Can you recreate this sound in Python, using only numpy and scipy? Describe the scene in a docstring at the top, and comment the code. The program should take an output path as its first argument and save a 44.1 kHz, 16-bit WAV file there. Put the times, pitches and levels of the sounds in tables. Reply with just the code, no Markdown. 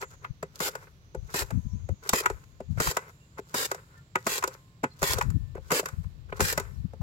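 """Kitchen hiss and a short scuff open the scene, then a raw potato is pushed nine times down a plastic mandoline.
Each stroke rubs over the wet ramp (stick-slip noise), bumps the blade, rasps through it (bursting cells)
and clacks off the end (noise pushes that ring the damped modes of the frame).
A draught, made of low turbulent noise, buffets the left microphone port.
The metal tray under the mandoline rings faintly, and a small room adds scattered echoes."""
import sys
import numpy as np
from scipy import signal
from scipy.fft import rfft, irfft, next_fast_len
from scipy.io import wavfile
from scipy.ndimage import uniform_filter1d, map_coordinates

SR = 44100
rng = np.random.default_rng(int(sys.argv[2]) if len(sys.argv) > 2 else 0)


def put_to_file(sound):
    """Save the sound as 16-bit audio at rate SR, in the file named by the first command-line argument."""
    columns = np.atleast_2d(sound).T  # one column per channel
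    safe = np.clip(columns, -1, 1)
    whole_steps = np.round(safe * 32767)
    wavfile.write(sys.argv[1], SR, whole_steps.astype(np.int16))


N = 309582
TIME = np.arange(N) / SR


def amp(db):
    """Logarithmic level: decibels to gain."""
    return 10 ** (np.asarray(db) / 20)


def unit(x):
    """Power normalisation: scales to an rms of one."""
    return x / np.sqrt(np.mean(x ** 2) + 1e-20)


def read(points, hz):
    """Interpolates a curve over a log-frequency axis."""
    f, value = np.transpose(points)
    return np.interp(np.log(hz + 1), np.log(f + 1), value)


def level(rows, axis):
    """Envelope: one dB column of a time table as a gain for every sample."""
    rows = np.asarray(rows)
    return amp(np.interp(TIME, rows[:, 0], rows[:, axis]))


def add(mix, s, sound):
    """Superposition: mixes a sound in at time s, cut where the mix ends."""
    part = mix[:, round(s * SR):][:, :sound.shape[1]]
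    part += sound[:, :part.shape[1]]


def convolve(x, response):
    """Linear filtering of each channel by an impulse response, keeping its length."""
    method = signal.oaconvolve if x.shape[1] == N else signal.fftconvolve
    return method(x, np.atleast_2d(response), axes=1)[:, :x.shape[1]]


def colour(x, spectrum, size=4096):
    """Minimum-phase filter: the Hilbert transform of the log gain supplies a causal phase."""
    hz = abs(np.fft.fftfreq(size, 1 / SR))
    log_gain = np.log(amp(np.maximum(read(spectrum, hz), -100)))
    response = np.fft.ifft(np.exp(np.conj(signal.hilbert(log_gain)))).real
    return convolve(x, response[:size // 2])


def band(low_hz, high_hz):
    """Causal Butterworth band-pass, as second-order sections."""
    return signal.butter(3, [low_hz, high_hz], "band", fs=SR, output="sos")


# Likeness of the two microphone ports: pitch_hz, likeness (0-1, negatives read as 0)
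LIKENESS = [(610, 1), (900, 0.27), (1600, 0.78), (3000, 0), (8500, 0), (15000, -0.2)]
# Delay of the right port behind the left: pitch_hz, delay_s
LEAD = [(100, 0), (400, .00008), (700, .00005), (900, .00012), (1100, .00009), (1250, .00034),
        (1800, .00028), (2300, .00036), (3000, .00034), (4500, .000385)]
# Level difference of the ports: pitch_hz, left_minus_right_db
PAN = [(150, -1), (400, 4), (700, 1), (1200, 2.5), (2500, 0), (5000, -2.5), (9000, 3.5), (14000, -1)]


def ports(pair):
    """Interaural coherence: two unrelated signals become alike in the bass, shifted and unlike higher up."""
    size = next_fast_len(pair.shape[1])
    a, b = rfft(pair, size)
    hz = np.fft.rfftfreq(size, 1 / SR)
    same = np.clip(read(LIKENESS, hz), 0, 1)
    lean = amp(read(PAN, hz) / 2)
    delay = np.exp(-2j * np.pi * hz * read(LEAD, hz))
    right = (same * a + np.sqrt(1 - same ** 2) * b) * delay
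    return irfft(np.array([a * lean, right / lean]), size)[:, :pair.shape[1]]


def ring(modes, seconds, stretch=1):
    """Modal synthesis: the impulse response is a sum of exponentially damped cosines."""
    t = np.arange(int(seconds * SR), dtype=np.float32) / SR
    response = 0
    for hz, db, t60 in modes:
        decay = np.exp(-float(np.log(1000) / t60) * t)
        response = response + float(amp(db)) * decay * np.cos(float(2 * np.pi * hz * stretch) * t)
    return response


# Modes of the plastic frame and its blade: pitch_hz (before the grip factor), level_db (relative), t60_s
FRAME = [(166, 2, 0.047), (248.7, -3, 0.044), (679, -25.5, 0.018), (405, 0.5, 0.081), (452.5, 6.5, 0.042),
         (532.8, -1, 0.098), (895.5, -1.5, 0.067), (1005, 3, 0.032), (1317, 3, 0.039), (1513, 3.5, 0.058),
         (2054, -4.5, 0.11), (2600, 2.5, 0.016), (3860, -3, 0.074), (5450, -17.5, 0.028),
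         (7280, 6.5, 0.022), (7200, 10, 0.022), (8060, 10.5, 0.023), (11400, -11.5, .015)]


def frame(x, ring_db, grip=1):
    """Modal excitation: a force is heard directly and through the frame modes; grip scales their pitch."""
    return x + amp(ring_db) * convolve(x, ring(FRAME, .1, grip))


def wobble(rate_hz):
    """Random modulation: interpolated Gaussian knots, two per rate period, with an rms of one."""
    knots = np.arange(0, TIME[-1] + 1, .5 / rate_hz)
    return unit(np.interp(TIME, knots, rng.standard_normal(len(knots))))


def crackle(per_s, spread_db, clump_db, clump_hz):
    """Random impulse process: single-sample impulses of uneven size whose strength swells in clumps."""
    uneven = spread_db * np.minimum(rng.exponential(1, N), 4)
    size = amp(uneven + clump_db * wobble(clump_hz))
    struck = rng.random(N) < per_s / SR
    return ports(rng.standard_normal((2, N)) * size * struck)


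def whistle(hz, width_hz):
    """Heterodyning: complex low-pass noise is shifted up to the pitch curve hz as a narrow band."""
    lowpass = signal.butter(2, width_hz / 2, fs=SR, output="sos")
    a, b = signal.sosfilt(lowpass, rng.standard_normal((2, 2, len(hz))))
    carrier = np.exp(2j * np.pi * np.cumsum(hz) / SR)
    return unit(((a + 1j * b) * carrier).real)


# Spectrum of the steady rumble and hiss: pitch_hz, level_db (relative)
HISS = [(15, -33), (28, -10.5), (60, -1.5), (100, 0), (150, 1.5), (215, -14), (450, -20.5), (800, -26.5),
        (1350, -26), (2100, -29.5), (4000, -31), (5500, -37), (7500, -45), (9000, -48.5), (15800, -43)]
# Lean of the hiss, on top of the port differences: pitch_hz, left_minus_right_db
HISS_PAN = [(60, 1), (300, 1), (1500, -6), (2500, -6), (6000, -12.5), (9000, -9), (14000, -4.5)]


def hiss(level_db=-55.5):
    """Stationary filtered noise: the steady rumble and hiss of the kitchen."""
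    air = rfft(colour(ports(rng.standard_normal((2, N))), HISS))
    lean = amp(read(HISS_PAN, np.fft.rfftfreq(N, 1 / SR)) / 2)
    return amp(level_db) * unit(irfft(air * np.array([lean, 1 / lean]), N))


# Thin hiss that wanders in pitch: time_s, pitch_hz, level_db (before the pan)
THIN_HISS = [(0, 7200, -57), (.35, 6100, -77.5), (.95, 5950, -79), (1.251, 6400, -69), (1.751, 6490, -67.5),
             (2.502, 6800, -74), (3.3, 7200, -71), (4.702, 7330, -77.5), (7.02, 7200, -85)]
# Faint squeaks: start_s, length_s, pitch_hz, level_db (before the swell)
SQUEAKS = [(1.478, 0.41, 1002, -70.5), (1.666, 0.11, 5650, -68), (3.166, 0.14, 2780, -72),
           (3.865, 0.21, 1400, -68.5), (3.923, .12, 1780, -66.5), (4.875, 0.1, 4200, -65.5),
           (4.885, 0.078, 4760, -74), (4.892, 0.098, 1040, -64), (6.68, 0.13, 5570, -78),
           (6.754, 0.075, 4250, -77)]


def faint_sounds(pan_db=-2):
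    """Narrow-band noise: a thin wandering hiss, stronger on the right, and a few soft squeaks."""
    s, hz, _ = np.transpose(THIN_HISS)
    thin = whistle(np.interp(TIME, s, hz), width_hz=780)
    out = thin * level(THIN_HISS, axis=2) * amp([[pan_db], [-pan_db]])
    for s, length, hz, db in SQUEAKS:
        swell = np.hanning(int(length * SR))
        tone = whistle(np.full(len(swell), hz), width_hz=0.012 * hz)
        add(out, s, amp(db) * unit(swell) * swell * tone)
    return out


def glide(rise_db_per_s, hold_s, fall_db_per_s, back_db, uneven_db=3):
    """Speed-dependent friction: it grows as the potato speeds to the blade, holds, dies as the hand slows."""
    loudest = back_db + uneven_db * wobble(10)
    for start, length, *_, before_db, after_db in STROKES:
        ahead = np.maximum(start - TIME, 0)
        past = np.maximum(TIME - start - length, 0)
        db = np.interp(TIME, [start, start + length], [before_db, after_db])
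        db -= rise_db_per_s * ahead + fall_db_per_s * np.maximum(past - hold_s, 0)
        loudest = np.maximum(loudest, db)
    return amp(loudest)


# Spectra of the wet swish and of the rub: pitch_hz, level_db (relative)
SWISH = [(1500, -25.5), (2800, -4.5), (4500, 0), (7300, 1), (9000, -10), (12000, -5), (16000, -9.5)]
RUB = [(150, -29.5), (400, 0), (700, -1), (1400, 7.5), (2400, -1.5), (4000, -26.5)]
# Course of each sliding sound: rise_db_per_s, hold_s (after the cut), fall_db_per_s, back_db (before trim)
SWISH_SHAPE = (219.5, 0.0081, 240, -83)
RUB_SHAPE = (178.5, 0.1167, 174, -72.5)
# Brief drags on ramp or rail: start_s, length_s, rub_db, swish_db
SCUFFS = [(0, 0.054, -42, -48.5), (0.081, 0.094, -58.5, -66.5), (0.205, 0.079, -54, -68),
          (0.543, 0.032, -63, -58), (0.791, 0.079, -64, -66), (0.867, 0.019, -56, -82),
          (1.282, 0.048, -54.5, -64), (2.021, 0.034, -53, -59), (2.043, 0.057, -47, -54.5),
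          (2.203, 0.096, -45, -67), (2.431, 0.017, -60, -66.5), (2.771, 0.033, -43, -58),
          (3.057, 0.064, -59.5, -65), (3.367, 0.041, -44.5, -57), (3.856, 0.18, -66, -76.5),
          (4.183, 0.017, -69, -65), (4.515, 0.042, -70, -56), (5.137, 0.076, -41, -59),
          (5.539, 0.056, -53.5, -82), (6.028, 0.027, -60, -68), (6.284, 0.03, -54.5, -80),
          (6.34, 0.059, -54, -76)]


def sliding(swish_db=-0.5, rub_db=-3.5, tick_db=-10):
    """Stick-slip friction: the wet cut face swishes, rubs and ticks on the ramp, and at times drags harder."""
    wet = crackle(per_s=1900, spread_db=-4.0, clump_db=4.0, clump_hz=60.8)
    swish = unit(colour(wet, SWISH))
    stick_slip = crackle(per_s=3000, spread_db=2, clump_db=1.8, clump_hz=45)
    ticks = crackle(per_s=64, spread_db=4.5, clump_db=5.5, clump_hz=17)
    force = unit(stick_slip) + amp(tick_db) * unit(ticks)
    rub = unit(colour(frame(force, ring_db=-41.0), RUB))
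    out = amp(swish_db) * glide(*SWISH_SHAPE) * swish
    out += amp(rub_db) * glide(*RUB_SHAPE) * rub
    for s, length, low_db, high_db in SCUFFS:
        swell, first = np.hanning(int(length * SR)), round(s * SR)
        span = slice(first, first + len(swell))
        low = amp(low_db) * unit(swell * rub[:, span])
        high = amp(high_db) * unit(swell * swish[:, span])
        add(out, s, low + high)
    return out


# Spectrum of the buffeting at speed 1: pitch_hz, level_db (relative)
BUFFET = [(15, -26.5), (30, -10.5), (45, 5), (80, 8), (140, 0.5), (200, -11.5), (300, -34), (500, -46.5),
          (1200, -74)]


def eddies(size, speed):
    """Strouhal scaling: low turbulent noise of even strength, shifted up in pitch by faster air."""
    air = colour(rng.standard_normal((2, max(size, SR // 4))), [(hz * speed, db) for hz, db in BUFFET])
    lumps = np.sqrt(abs(uniform_filter1d(air ** 2, size=1300, axis=1)) + 1e-12)
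    return unit((air / lumps)[:, -size:])


# Gusts: peak_s, length_s, level_db (before trim)
GUSTS = [(0.312, 0.041, -28), (1.185, 0.049, -27), (1.238, 0.097, -32.5), (1.435, 0.074, -30),
         (1.542, 0.058, -21), (1.575, 0.085, -19), (1.662, 0.042, -21.5), (1.746, 0.07, -22.5),
         (1.85, 0.066, -28.5), (1.918, 0.067, -20.5), (2.136, 0.034, -27), (2.331, 0.15, -33.5),
         (2.712, 0.065, -22), (2.785, 0.077, -24), (2.882, 0.049, -23), (5.031, 0.058, -30.5),
         (5.109, 0.045, -27), (5.163, 0.05, -25), (5.288, .12, -20), (5.359, 0.065, -16.5),
         (5.416, 0.11, -27), (5.939, 0.028, -26.5), (5.995, 0.081, -24.5), (6.066, 0.063, -27),
         (6.435, 0.076, -20), (6.8, 0.096, -26), (6.854, 0.044, -21.5), (7.015, 0.046, -23.5)]
# Light draught between the gusts: time_s, level_db (before trim)
BREEZE = [(0, -55.5), (1.1, -57.5), (1.2, -52), (1.8, -35), (2.0, -59), (2.6, -51), (2.75, -32),
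          (3.0, -69.5), (4.95, -63), (5.25, -30.5), (5.65, -40.5), (5.85, -61), (6.05, -42.5), (6.7, -36.5),
          (7.02, -44)]


def draught(trim_db=-1, right_db=-23, breeze_speed=0.93, usual_db=-26, octaves_per_db=0.0542):
    """Turbulent pressure: eddies thump the left port, barely the right; a stronger gust is also brighter."""
    out = eddies(N, breeze_speed) * level(BREEZE, axis=1)
    for s, length, db in GUSTS:
        swell = np.hanning(int(length * SR))
        speed = 2 ** (octaves_per_db * (db - usual_db))
        add(out, s - length / 2, amp(db) * swell * eddies(len(swell), speed))
    return out * amp([[trim_db], [trim_db + right_db]])


# Soft bumps onto the ramp, mostly at the top of a stroke: start_s, level_db (before trims), hardness_db
BUMPS = [(0.428, -31.5, 7), (1.148, -33, -0.5), (1.889, -37, 2), (2.604, -36, -2), (2.773, -42, 3),
         (3.389, -34, -4), (4.834, -28.5, 2), (5.552, -35.5, -4.5), (5.578, -42, -9), (5.706, -33, 17),
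         (5.83, -40, -11), (6.395, -30, 4), (6.934, -45.5, 0), (7.014, -42.5, -0.5)]
# Clacks on a rail or off the ramp's end: start_s, thud_db, hollow_db, clack_db, snap_db (before band trims)
CLACKS = [(0.025, -59, -38.5, -37.5, -51), (0.247, -73, -56, -36, -68), (0.753, -60, -39.5, -36.5, -43.5),
          (1.506, -52, -42, -41.5, -46.5), (2.092, -52, -42.5, -31, -23), (2.259, -60, -35.5, -19.5, -31.5),
          (2.3, -56, -31.5, -37, -44), (2.872, -62, -41.5, -28, -33), (2.969, -47, -31.5, -26, -30.5),
          (3.715, -68, -34, -29.5, -34), (3.746, -64, -45, -42.5, -46), (4.156, -38, -31.5, -23, -35),
          (4.426, -62, -55, -32.5, -43), (4.439, -50, -32.5, -25, -32.5), (4.476, -62, -37.5, -42.5, -36.5),
          (4.84, -29, -31, -27.5, -41), (5.019, -47, -33, -37, -38), (5.185, -38, -29, -36.5, -34.5),
          (5.212, -60, -57, -25, -37.5), (5.224, -66, -62, -49, -42.5), (5.302, -75, -69, -49.5, -49.5),
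          (5.858, -50, -41, -33, -37), (5.886, -74, -67, -43.5, -45.5), (6.325, -42, -34.5, -37.5, -59),
          (6.577, -34, -29, -27, -30.5), (6.598, -45, -36.5, -39, -39)]


def contacts(bite_thud_db=-5.5, bite_hollow_db=-3, bite_snap_db=-3, flick_early_s=0.0081, flick_thud_db=-17,
             bump_thud_db=-5, bump_clack_db=-14, bump_snap_db=-21):
    """Contact mechanics: bites full, flicks light, bumps dull; (s, thud, hollow, clack, snap dB, decay s)."""
    bite_s, flick_s, bump_s, clack_s = 0.0051, 0.0015, .0037, 0.0032  # decay times of the push
    rows = []
    for s, length, bite, _, _, flick, snap, _, _ in STROKES:
        rows.append((s, bite + bite_thud_db, bite + bite_hollow_db, bite, bite + bite_snap_db, bite_s))
        rows.append((s + length - flick_early_s, flick + flick_thud_db, flick, flick, snap, flick_s))
    for s, db, hard in BUMPS:
        clack, snap = db + bump_clack_db + hard, db + bump_snap_db + hard
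        rows.append((s, db + bump_thud_db, db, clack, snap, bump_s))
    return rows + [(*row, clack_s) for row in CLACKS]


# Bands thud, hollow, clack, snap, top: low_hz, high_hz, trim_db, rise_s, scuff_db (re push), scuff_decay_s
KNOCK_BANDS = [(125, 393, -1, 0.0028, -20.5, .012), (352, 715, -0.5, 0.0016, -19.5, 0.0091),
               (870, 3210, 0, 0.0022, -16, 0.013), (2640, 9350, -0.5, 0.0015, -26.5, 0.025),
               (8150, 16300, -3.5, 0.0014, -25.5, .006)]
# Spectrum of the gritty push: pitch_hz, level_db (relative)
BLOW = [(100, 3.5), (1500, 1.5), (2500, -4), (3300, -10.5), (5000, -7), (7300, -5.5), (9000, -12.5),
        (12000, -11.5), (16000, -16.5)]


def knocks(ring_db=-42, late_s=.0003, dulling=0.35, grip=0.97, grip_spread=.012):
    """Impact excitation: the soft potato presses on ramp, blade or rail; push and scuff ring the frame."""
    out, t = np.zeros((2, N)), np.arange(-500, 3500) / SR
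    after = np.maximum(t, 0)
    grit = colour(ports(rng.standard_normal((2, next_fast_len(N + len(t))))), BLOW)
    filters = [band(low, high) for low, high, *_ in KNOCK_BANDS]
    for s, *band_db, contact in contacts():
        force = grit[:, round(s * SR):][:, :len(t)]
        # the hand's grip shifts the pitch
        body = amp(ring_db) * ring(FRAME, t[-1], grip + grip_spread * rng.standard_normal())
        body[0] += 1  # the direct sound
        clack_db, snap_db = band_db[-2:]
        # a soft contact loses its top first
        top_db = snap_db + dulling * min(snap_db - clack_db, 0)
        for row, sections, db in zip(KNOCK_BANDS, filters, band_db + [top_db]):
            _, _, trim, rise, scuff_db, scuff_s = row
            touch = 1 + np.tanh(t / rise)
            push = touch * (np.exp(-after / contact) + amp(scuff_db) * np.exp(-after / scuff_s))
            blow = signal.sosfilt(sections, convolve(force * push, body))
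            # the level stands for the blow's energy spread over 20 ms
            add(out, s + t[0] + late_s, amp(db + trim) * unit(blow) * np.sqrt(.02 * SR / len(t)))
    return out


def reflections(x, count=6, reach_s=.005, echo=.27, travel=0.034):
    """Comb filtering: echoes off hand, potato and tray, whose paths lengthen as the potato travels."""
    n = np.arange(x.shape[1])
    out = x.copy()
    for late, sign in rng.uniform(0, 1, (count, 2)):
        delay = (late + 0.0992) * reach_s * SR * (1 + travel * n / len(n))
        delayed = np.array([map_coordinates(side, [n - delay], order=3) for side in x])
        out += echo * np.sign(sign - .5) * delayed
    return out


def peel(size, count=6, low_hz=1800, high_hz=8000, width_hz=110, sag=0.048):
    """Resonance of a growing strip: the slice flaps in a few narrow bands that sink as it lengthens."""
    pitches = low_hz * (high_hz / low_hz) ** rng.random(count)
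    sinking = 1 - sag * np.linspace(0, 1, size)
    return unit(sum(whistle(hz * sinking, width_hz) for hz in pitches))


# Spectrum of the rasp: pitch_hz, level_db (relative)
RASP = [(350, -29), (600, -13.5), (789, -3), (1020, 0), (1840, 2.5), (2030, -1.5), (2390, 0), (3320, -4.5),
        (5140, 1), (5660, -4.5), (7140, 1), (8650, -7.5), (12000, -2.5), (15800, -8.5)]
# One row a stroke; levels are before trims and arches. Columns: blade_bites_s, cut_length_s, bite_db, rasp_db,
# frame_push_db, flick_db (slice comes free), skin_snap_db, slide_before_db, slide_after_db
STROKES = [(0.603, 0.087, -31, -32, -41.5, -36, -38, -50.5, -49),
           (1.341, 0.088, -32.5, -31.5, -40.5, -37.5, -43, -49.5, -54),
           (2.133, 0.078, -22.5, -30.5, -38, -50.5, -37, -46, -48.5),
           (2.801, 0.12, -26, -32.5, -42, -39.5, -35.5, -53.5, -45.5),
           (3.543, 0.12, -29.5, -31.5, -43, -51, -33.5, -50.5, -48.5),
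           (4.267, 0.121, -26.5, -32, -45.5, -40, -33.5, -50.5, -46.5),
           (5.028, 0.114, -25.5, -30, -42, -39, -28, -49.5, -49.5),
           (5.717, 0.087, -25, -29.5, -34, -33, -35, -47, -51.5),
           (6.405, 0.13, -23, -31, -42.5, -41, -32.5, -49, -47.5)]


def slicing(rasp_db=-1.0, arch_db=3.5, push_db=-1, entry_db=11, entry_s=0.015, bite_s=0.0085,
            release_s=0.0045, grip_spread=.045):
    """Fracture noise: bursting cells rasp loudest at mid-cut; drag, hardest on entry, makes the frame grumble."""
    cells = crackle(per_s=12000, spread_db=1.0, clump_db=2.1, clump_hz=134.7)
    tugs = crackle(per_s=1500, spread_db=0.5, clump_db=3, clump_hz=49.2)
    out = np.zeros((2, N))
    for start, length, _, loud_db, drag_db, *_ in STROKES:
        span = slice(round((start - .02) * SR), round((start + length + .05) * SR))
        t = np.maximum(TIME[span] - start, 0)
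        grip = 1 + grip_spread * rng.standard_normal()
        burst = colour(frame(cells[:, span], ring_db=-47.5, grip=grip), RASP)
        rasp = unit(unit(reflections(burst)) + amp(-8) * peel(len(t)))
        tugged = frame(tugs[:, span], ring_db=-42.5, grip=grip)
        drag = unit(signal.sosfilt(band(283, 563), tugged))
        cutting = np.minimum(t / bite_s, 1) * np.exp(-np.maximum(t - length, 0) / release_s)
        width = np.sin(np.pi * np.minimum(t / length, 1))  # the potato is widest halfway
        out[:, span] += cutting * amp(rasp_db + loud_db + arch_db * width) * rasp
        out[:, span] += cutting * amp(push_db + drag_db + entry_db * np.exp(-t / entry_s)) * drag
    return out


# Modes of the metal tray: pitch_hz, level_db (relative), t60_s
TRAY = [(1050, -18.5, 2.3), (1410, -25, 0.41), (1780, -8, 1.9), (2040, -11.5, 0.39), (3760, -10.5, 0.67)]


def tray(work, ring_db=-72):
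    """Sympathetic resonance: the work on the mandoline faintly rings the modes of the tray under it."""
    return amp(ring_db) * convolve(work, ring(TRAY, 0.47))


# Reverberation time of the room: pitch_hz, t60_s
KITCHEN = [(200, 0.15), (1000, 0.28), (4000, 0.67), (14000, 1)]


def kitchen(x, room_db=-26):
    """Diffuse reverberation: decaying noise stands for scattered echoes, with its own t60 at each pitch."""
    hz, t, z = signal.stft(rng.standard_normal((2, SR // 2)), SR, nperseg=256)
    decay = amp(-60 * t / read(KITCHEN, hz)[:, None]) * (t > .004)
    tail = signal.istft(z * decay, SR, nperseg=256)[1]
    return amp(room_db) * convolve(x, tail / np.linalg.norm(tail[0]))


def scene():
    """Superposition: the mandoline, the tray under it, the room and the air."""
    work = knocks() + slicing() + sliding()
    return work + tray(work) + kitchen(work) + draught() + hiss() + faint_sounds()


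def record(dry, edge_hz=16000):
    """Band limiting: a linear-phase low-pass removes the highest treble."""
    lowpass = signal.firwin(511, edge_hz, window=("kaiser", 9), fs=SR)
    return signal.oaconvolve(dry, lowpass[None], "same")


dry = scene()
out = record(dry)
put_to_file(out)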